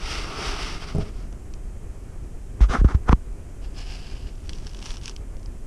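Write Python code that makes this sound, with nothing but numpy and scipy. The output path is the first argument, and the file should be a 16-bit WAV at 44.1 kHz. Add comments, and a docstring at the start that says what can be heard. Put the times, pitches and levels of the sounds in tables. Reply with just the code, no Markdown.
"""A heavy metal unit in foam end caps is dragged out of a cardboard box and set down across its rim:
stick-slip trains, coloured as foam rub and resonated as cardboard panel, then thuds on box modes.
A hand adjusts the head-worn camera: skin slips on the case, each knock is a click, a push and a sway.
Then it slides over and grips one foam cap: fine grain, coarse crackle, single cells snapping.
Shaped noise makes the low rumble of a quiet room and the microphone hiss."""
import sys
import numpy as np
from scipy import signal
from scipy.fft import rfft, irfft
from scipy.io import wavfile
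from scipy.ndimage import uniform_filter1d

SR = 44100
rng = np.random.default_rng(int(sys.argv[2]) if len(sys.argv) > 2 else 0)


def transcribe(signal):
    """Save signal, clipped to [-1, 1], as a 16-bit WAV file at the path in sys.argv[1]."""
    frames = np.atleast_2d(signal).T
    limited = np.clip(frames, -1, 1)
    pcm = np.round(limited * 32767).astype(np.int16)
    wavfile.write(sys.argv[1], SR, pcm)


N = 249768
TIME = np.arange(N) / SR

# squeezed foam spectrum: (frequency [Hz], relative density [dB])
GRIP_COLOUR = [(380, -53), (650, -19), (711, -14), (919, -9), (1420, -14.5), (1660, -10.5), (1840, -17),
               (2920, -6.5), (3880, -13.5), (5700, -7.5), (6910, -17.5), (10000, -23), (11400, -39),
               (14000, -45)]
# fingers knock the camera: (time [s], sway peak [dB], sway frequency [Hz], sway rise [s],
# push peak [dB], case click peak [dB])
KNOCKS = [(2.6065, -4.5, 49.3, 0.014, -20, -19.5), (2.696, -14, 42.3, .0023, -26, -27),
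          (2.784, -11.5, 42.4, 0.014, -27, -45), (2.8135, -9.5, 49.4, 0.0034, -16.5, -45),
          (2.8455, -5, 56.7, 0.0041, -8.5, -26), (2.946, -7.5, 67, 0.0019, -18.5, -25),
          (3.0936, -7.5, 58.7, 0.0028, -15, -4), (3.129, -7, 49.5, 0.0029, -5.5, 0)]


def amp(db):
    """Decibels to gain."""
    return 10 ** (np.asarray(db) / 20)


def unit(x):
    """Scales to rms 1."""
    return x / np.sqrt(np.mean(x ** 2) + 1e-20)


def peaked(x):
    """Scales to peak 1."""
    return x / (abs(x).max() + 1e-20)


def level(rows, column=1):
    """Gain over time from one dB column of a curve, silent outside it."""
    columns = np.transpose(rows)
    return amp(np.interp(TIME, columns[0], columns[column], left=-120, right=-120))


def stroke(start_s, fastest_s, end_s, shape):
    """Gain over time of one rubbing movement: it gathers speed, then slows to rest."""
    speed = np.interp(TIME, [start_s, fastest_s, end_s], [0, 1, 0])
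    return np.sin(np.pi / 2 * speed) ** shape


def swells(rows, shape):
    """Gain over time of even strokes (middle [s], length [s], level [dB]), added in power."""
    power = np.zeros(N)
    for middle_s, length_s, db in rows:
        gain = stroke(middle_s - length_s / 2, middle_s, middle_s + length_s / 2, shape)
        power += (amp(db) * gain) ** 2
    return np.sqrt(power)


def add(mix, start_s, sound):
    """Mixes a sound in at start_s."""
    part = mix[max(round(start_s * SR), 0):][:len(sound)]
    part += sound[:len(part)]


def colour(x, points):
    """Filters by a spectrum of (frequency [Hz], gain [dB]) points, joined on a log-frequency axis."""
    hz, db = np.transpose(points)
    bins_hz = np.fft.rfftfreq(len(x), 1 / SR)
    gain_db = np.interp(np.log(bins_hz + 1), np.log(hz + 1), db)
    return irfft(rfft(x) * amp(gain_db), len(x))


def resonate(x, modes):
    """Sum of steep resonances (frequency [Hz], half-width at -6 dB [Hz], gain [dB])."""
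    out = np.zeros(len(x))
    for k, (hz, width_hz, db) in enumerate(modes):
        b, a = signal.iirpeak(hz, hz / (2 * width_hz), SR)
        twice = signal.lfilter(b, a, signal.lfilter(b, a, x))
        out += (-1) ** k * amp(db) * twice  # neighbours move in opposite directions
    return out


def struck(modes, t):
    """Sum of decaying sines (frequency [Hz], level [dB], t60 [s])."""
    return sum(amp(db - 60 * t / t60_s) * np.sin(2 * np.pi * hz * t) for hz, db, t60_s in modes)


def wander(rate_hz):
    """Slow random motion of rms 1: noise under a Gaussian low-pass."""
    bins_hz = np.fft.rfftfreq(N, 1 / SR)
    spectrum = rfft(rng.standard_normal(N)) * np.exp(-(bins_hz / rate_hz) ** 2)
    return unit(irfft(spectrum, N))


def slips(per_s, spread_db):
    """A train of tiny stick-slip releases of even mean power, a few much larger than the rest."""
    size = amp(spread_db * np.minimum(rng.exponential(1, N), 4))
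    fires = rng.random(N) < per_s / SR
    train = rng.choice([-1, 1], N) * size * fires
    power = abs(uniform_filter1d(train ** 2, size=2000))
    return train / np.sqrt(power + 1e-6)


def rubbing(per_s, spread_db, judder_db, judder_hz):
    """Stick-slip friction whose level judders at random (judder_db rms)."""
    return slips(per_s, spread_db) * amp(judder_db * wander(judder_hz))


def drag(rub_trim_db=1.0, panel_trim_db=1.0, scuff_panel_db=1.5):
    """Foam cells catch and let go on the box wall; the same slips shake the cardboard panel."""
    # one long pull along the wall: (time [s], rub level [dB], panel level [dB]), before the trims
    pull = [(0.0, -45.5, -44.5), (0.124, -33, -39.5), (0.276, -42, -39.5), (0.346, -42, -38),
            (0.458, -33.5, -35.5), (0.564, -39.5, -37.5), (0.622, -35.5, -39), (0.746, -41, -41.5),
            (0.76, -43.5, -41), (0.81, -52.5, -55)]
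    # once clear, the foam brushes the box: (middle [s], length [s], rub level [dB])
    short_scuffs = [(.832, .075, -41.5), (.895, 0.1, -44), (.96, .16, -52.5), (1.017, 0.055, -45),
                    (1.07, 0.11, -52.5), (1.19, 0.23, -58)]
    # foam rub spectrum: (frequency [Hz], relative density [dB])
    rub_colour = [(1120, -11.5), (1900, -7), (2110, -0.5), (2320, -4.5), (2730, -1), (4140, -8.5),
                  (4750, -2.5), (5500, -3.5), (5850, -5.5), (6770, -18.5), (7380, -17), (9740, -20.5),
                  (14000, -44.5), (15000, -45)]
    # rubbed cardboard: (frequency [Hz], half-width at -6 dB [Hz], relative gain [dB])
    panel_modes = [(124, 71, -5), (257, 135, 1), (412, 51, 2.5), (700, 150, 2), (900, 91, -8.5),
                   (1205, 227, 6), (1317, 215, -0.5), (1790, 100, -39)]
    friction = rubbing(per_s=9000, spread_db=1.5, judder_db=0.73, judder_hz=100)
    scuffs = swells(short_scuffs, shape=1.26)
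    rub_gain = level(pull, column=1) * amp(rub_trim_db) + scuffs
    panel_gain = level(pull, column=2) * amp(panel_trim_db) + scuffs * amp(scuff_panel_db)
    rub = unit(colour(friction, rub_colour)) * rub_gain
    panel = unit(resonate(friction, panel_modes)) * panel_gain
    return rub + panel


def background(rumble_db=-33, swell_db=1.04, hiss_db=-61):
    """Low room rumble that swells a little, and steady microphone hiss."""
    # room rumble: (frequency [Hz], relative density [dB])
    rumble_colour = [(8.8, -9.5), (15, -2), (39, 1.5), (60, -6.5), (161, -20.5), (334, -25.5), (397, -25),
                     (491, -32.5), (524, -31.5), (692, -35), (934, -40), (1210, -41), (2500, -47.5),
                     (3250, -90), (5500, -120)]
    # microphone hiss: (frequency [Hz], relative density [dB])
    hiss_colour = [(1350, -44), (2300, -13), (2470, 0), (2690, 2.5), (3000, -0.5), (3080, 2.5), (3410, -3),
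                   (3680, -4), (4310, -4), (5810, 0.5), (6590, 2), (7960, 2.5), (10700, -3), (15000, -22.5)]
    rumble = unit(colour(rng.standard_normal(N), rumble_colour))
    rumble = rumble * amp(swell_db * wander(rate_hz=17.0))
    hiss = unit(colour(rng.standard_normal(N), hiss_colour))
    return amp(rumble_db) * rumble + amp(hiss_db) * hiss


def landings(flap_db=-15, flap_s=0.013, scuff_db=-29, scuff_s=0.0025, damping_db_per_s=260):
    """Cushioned blows ring the box and flap its loose walls; each starts with a small scuff of foam."""
    # the unit lands on the rim: (time [s], thud peak [dB], contact time [s])
    blows = [(.949, -14.5, 0.003), (.957, -16, 0.0025), (0.9837, -12, 0.0019), (1.002, -21, 0.007),
             (1.012, -21.5, 0.0013)]
    # loaded box: (frequency [Hz], relative level [dB], t60 before the foam's damping [s])
    box_modes = [(98, -0.5, 0.32), (130, -9, 0.13), (164, -1.5, 0.14), (200.6, 4, 0.071), (304, -7, 0.097),
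                 (417, 2.5, 0.23), (654, 3, 0.04), (730, -1, 0.017), (920, -13, .04)]
    flap_colour = [(40, -14), (120, 5), (400, -2), (800, -8), (1300, -32), (6000, -78)]
    scuff_colour = [(500, 6), (5000, -2), (10000, 2), (11000, -18), (15000, -33)]
    out, t = np.zeros(N), np.arange(SR // 2) / SR
    ring = struck(box_modes, t) * amp(-damping_db_per_s * t)  # the resting foam damps the box
    noises = rng.standard_normal((len(blows), len(t)))
    for (start_s, db, contact_s), noise in zip(blows, noises):
        push = t * np.exp(-2 * np.pi * t / contact_s)
        thud = peaked(signal.fftconvolve(push, ring)[:len(t)])
        flap = unit(colour(noise, flap_colour)) * np.exp(-t / flap_s)
        flap = flap * (1 - np.exp(-2 * t / contact_s))
        scuff = unit(colour(noise, scuff_colour)) * np.exp(-t / scuff_s)
        add(out, start_s, amp(db) * (thud + amp(flap_db) * flap + amp(scuff_db) * scuff))
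    return out


def snaps(settle_s=0.0022, settle_db=-17, ring_width_hz=1800, ring_db=-2):
    """A cell wall buckles: a sharp release, its neighbours settling, rung at the cell's own pitch."""
    # loudest foam cells: (time [s], peak [dB], pitch [Hz])
    loud_cells = [(1.3274, -37, 5240), (1.5385, -29, 5800), (4.4939, -19, 3840), (4.5329, -26, 3430),
                  (4.669, -24, 4500), (4.7475, -27, 3050), (4.7906, -30, 5540), (4.8265, -22.5, 3100),
                  (4.858, -22, 5200), (4.906, -20, 3200), (4.970, -25.5, 4340), (5.058, -16.5, 5950),
                  (5.080, -17.5, 3000), (5.096, -21.5, 5900), (5.164, -24, 3030), (5.460, -32.5, 5100)]
    out, t = np.zeros(N), np.arange(-256, 1536) / SR
    cells = list(loud_cells) + ticks()
    noises = rng.standard_normal((len(cells), len(t)))
    for (snap_s, db, hz), noise in zip(cells, noises):
        settling = (t > 0) * amp(settle_db) * noise * np.exp(-abs(t) / settle_s)
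        crack = colour((t == 0) + settling, GRIP_COLOUR)
        rung = crack + resonate(crack, [(hz, ring_width_hz, ring_db)])
        add(out, snap_s + t[0], amp(db) * peaked(rung))
    return out


def fingers(skid_rise_s=0.01, skid_fall_s=0.0027, skid_case_db=-17.5, skid_skin_db=-32.5, skid_growth=1.5):
    """Skin slips on the camera case, heard through the plastic: long strokes, a skid into each knock."""
    # strokes: (start [s], fastest [s], end [s], case level [dB], skin hiss level [dB]);
    # a row that ends before it starts is silent
    strokes = [(2.602, 2.614, 2.684, -32.5, -40), (2.675, 2.721, 2.836, -28.5, -37),
               (2.714, 2.75, 2.795, -23, -55), (2.77, 2.81, 2.825, -37.5, -49.5),
               (2.842, 2.848, 2.872, -35, -46.5), (2.853, 2.904, 2.964, -35, -47.5),
               (2.934, 2.949, 2.972, -38.5, -48.5), (2.955, 3.085, 2.9, -44, -55.5)]
    # camera case: (frequency [Hz], half-width at -6 dB [Hz], relative gain [dB])
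    case_resonances = [(202, 203, 2.5), (470, 210, -1), (720, 256, 1.5), (1125, 123, 5.5), (1240, 193, 5.5),
                       (1660, 450, -4.5), (1996, 350, -4.5)]
    # skin hiss: (frequency [Hz], relative density [dB])
    skin_colour = [(1410, -7), (2400, 7), (2760, 7.5), (3240, 7), (4170, 1.5), (6070, 2.5), (7300, -6),
                   (9760, -10.5), (15000, -41)]
    friction = rubbing(per_s=4100, spread_db=1.0, judder_db=1.5, judder_hz=66)
    case_gain, skin_gain = np.zeros(N), np.zeros(N)
    for start_s, fastest_s, end_s, case_db, skin_db in strokes:
        speed = stroke(start_s, fastest_s, end_s, shape=2.26)
        case_gain = np.hypot(case_gain, amp(case_db) * speed)
        skin_gain = np.hypot(skin_gain, amp(skin_db) * speed)
    for knock_s, *_, click_db in KNOCKS:
        decay = np.maximum((knock_s - TIME) / skid_rise_s, (TIME - knock_s) / skid_fall_s)
        skid = amp(skid_growth * click_db) * np.exp(-decay)  # gentle knocks hardly skid
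        case_gain = np.hypot(case_gain, amp(skid_case_db) * skid)
        skin_gain = np.hypot(skin_gain, amp(skid_skin_db) * skid)
    case = unit(resonate(friction, case_resonances)) * case_gain
    skin = unit(colour(friction, skin_colour)) * skin_gain
    return case + skin


def knocks(push_hz=115, stiff_hz=330, soften_s=0.0021, push_s=0.0023, touch_s=0.00004,
           sway_t60_s=0.072, sway_t60_per_rise=3.9):
    """Each knock clicks the case, shoves it, and leaves the camera swaying on its mount."""
    # struck camera case: (frequency [Hz], relative level [dB], t60 [s])
    case_modes = [(496, 2, 0.013), (800, 4.5, 0.0089), (1020, 8, 0.01), (1410, -15, 0.0055),
                  (2210, -19, 0.0065), (3200, -39, 0.002), (5100, -11, 0.00077)]
    # fingertip dulling the click: (frequency [Hz], gain [dB])
    click_colour = [(3000, 11), (6000, -16), (9000, -9), (14000, -20)]
    out, t = np.zeros(N), np.arange(SR // 4) / SR
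    push_rate_hz = push_hz + stiff_hz * np.exp(-t / soften_s)  # drops as the contact gives way
    turns = np.cumsum(push_rate_hz) / SR
    push = peaked(np.sin(2 * np.pi * turns) * t * np.exp(-t / push_s))
    ring = struck(case_modes, t) * (1 - np.exp(-t / touch_s))
    click = peaked(colour(ring, click_colour) * (t < t[-1] / 2))  # cuts the filter's wrap-around
    for start_s, sway_db, hz, rise_s, push_db, click_db in KNOCKS:
        t60_s = sway_t60_s + sway_t60_per_rise * rise_s  # a slower shove sways longer
        swing = np.sin(2 * np.pi * hz * t) * (1 - np.exp(-t / rise_s)) ** 2
        sway = peaked(swing * amp(-60 * t / t60_s))
        add(out, start_s, amp(sway_db) * sway + amp(push_db) * push + amp(click_db) * click)
    return out


def slide(trim_db=0.46, bright_db=-2):
    """Skin gliding over foam: a fine, even grain that brightens when the fingers move fast."""
    # fingers slide into place on the cap: (time [s], level before trim and brightening [dB])
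    glide = [(3.6, -75), (3.642, -52), (3.718, -70), (3.782, -43), (3.838, -49.5), (3.944, -45),
             (4.022, -51.5), (4.124, -49), (4.258, -58), (4.274, -50.5), (4.34, -70)]
    # grain spectrum: (frequency [Hz], relative density [dB])
    grain_colour = [(380, -25), (650, -10), (725, -3), (861, -9), (1130, -13), (1240, -9), (1370, -17),
                    (1620, -7), (1880, -13), (2880, -3), (3810, -13.5), (4930, -5), (6360, -18.5),
                    (10200, -30.5), (12000, -40), (15600, -70), (22000, -120)]
    # layer added by a fast slide: (frequency [Hz], gain before bright_db [dB])
    bright_colour = [(2500, -20), (4000, -11), (5500, 2), (7000, 3), (12000, 5)]
    friction = rubbing(per_s=9400, spread_db=4.0, judder_db=1.5, judder_hz=110)
    grain = unit(colour(friction, grain_colour))
    gain = level(glide)
    bright = amp(bright_db) * peaked(gain) ** 2 * colour(grain, bright_colour)
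    return (grain + bright) * gain * amp(trim_db)


def grip():
    """Squeezed foam gives way cell by cell: a coarse crackle."""
    # squeezes of the cap: (time of greatest force [s], length [s], level [dB])
    squeezes = [(4.7, 1, -54.5), (4.89, 0.24, -42.5), (5.075, 0.14, -44)]
    friction = rubbing(per_s=3000, spread_db=4.0, judder_db=3.0, judder_hz=74)
    return unit(colour(friction, GRIP_COLOUR)) * swells(squeezes, shape=1.25)


def ticks(per_s=40, spread_db=5, pitch_hz=5260):
    """Strained foam ticks: small snaps (time [s], peak [dB], pitch [Hz]) at uneven intervals."""
    # spells of strain: (start [s], end [s], middle of the peak range [dB])
    strained = [(4.551, 5.05, -37), (5.358, 5.43, -40)]
    rows = []
    for start_s, end_s, db in strained:
        times = np.arange(start_s, end_s, 1 / per_s)
        for slot_s, (late, size) in zip(times, rng.random((len(times), 2))):
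            rows.append((slot_s + late / per_s, db + spread_db * (2 * size - 1), pitch_hz))
    return rows


def room(x, wet_db=-14, t60_s=0.32):
    """Short dull reverberation of a carpeted room: coloured noise whose decay t60_s sets."""
    t = np.arange(SR // 2) / SR
    tail = colour(rng.standard_normal(len(t)), [(400, 0), (4000, -16), (12000, -9.0)])
    tail = tail * amp(-60 * t / t60_s) * (t > 0.005)
    return x + amp(wet_db) * signal.fftconvolve(x, tail / np.linalg.norm(tail))[:N]


def scene():
    """Foam and box sound through the room; touches on the camera reach the microphone directly."""
    foam_and_box = drag() + landings() + slide() + grip() + snaps()
    return (room(foam_and_box) + knocks() + fingers() + background())[None]


def record(dry, ceiling=0.79, edge_hz=15200):
    """The microphone rounds off the hardest knocks and loses the top treble; then the band limit."""
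    # microphone response: (frequency [Hz], gain [dB])
    response = [(20, 0.5), (11000, 0), (14000, 2.5), (15200, -3)]
    rounded = dry[0] / (1 + (dry[0] / ceiling) ** 4) ** (1 / 4)
    band = signal.firwin(511, edge_hz, window=("kaiser", 9), fs=SR)
    return signal.oaconvolve(colour(rounded, response), band, "same")[None]


dry = scene()
out = record(dry)
transcribe(out)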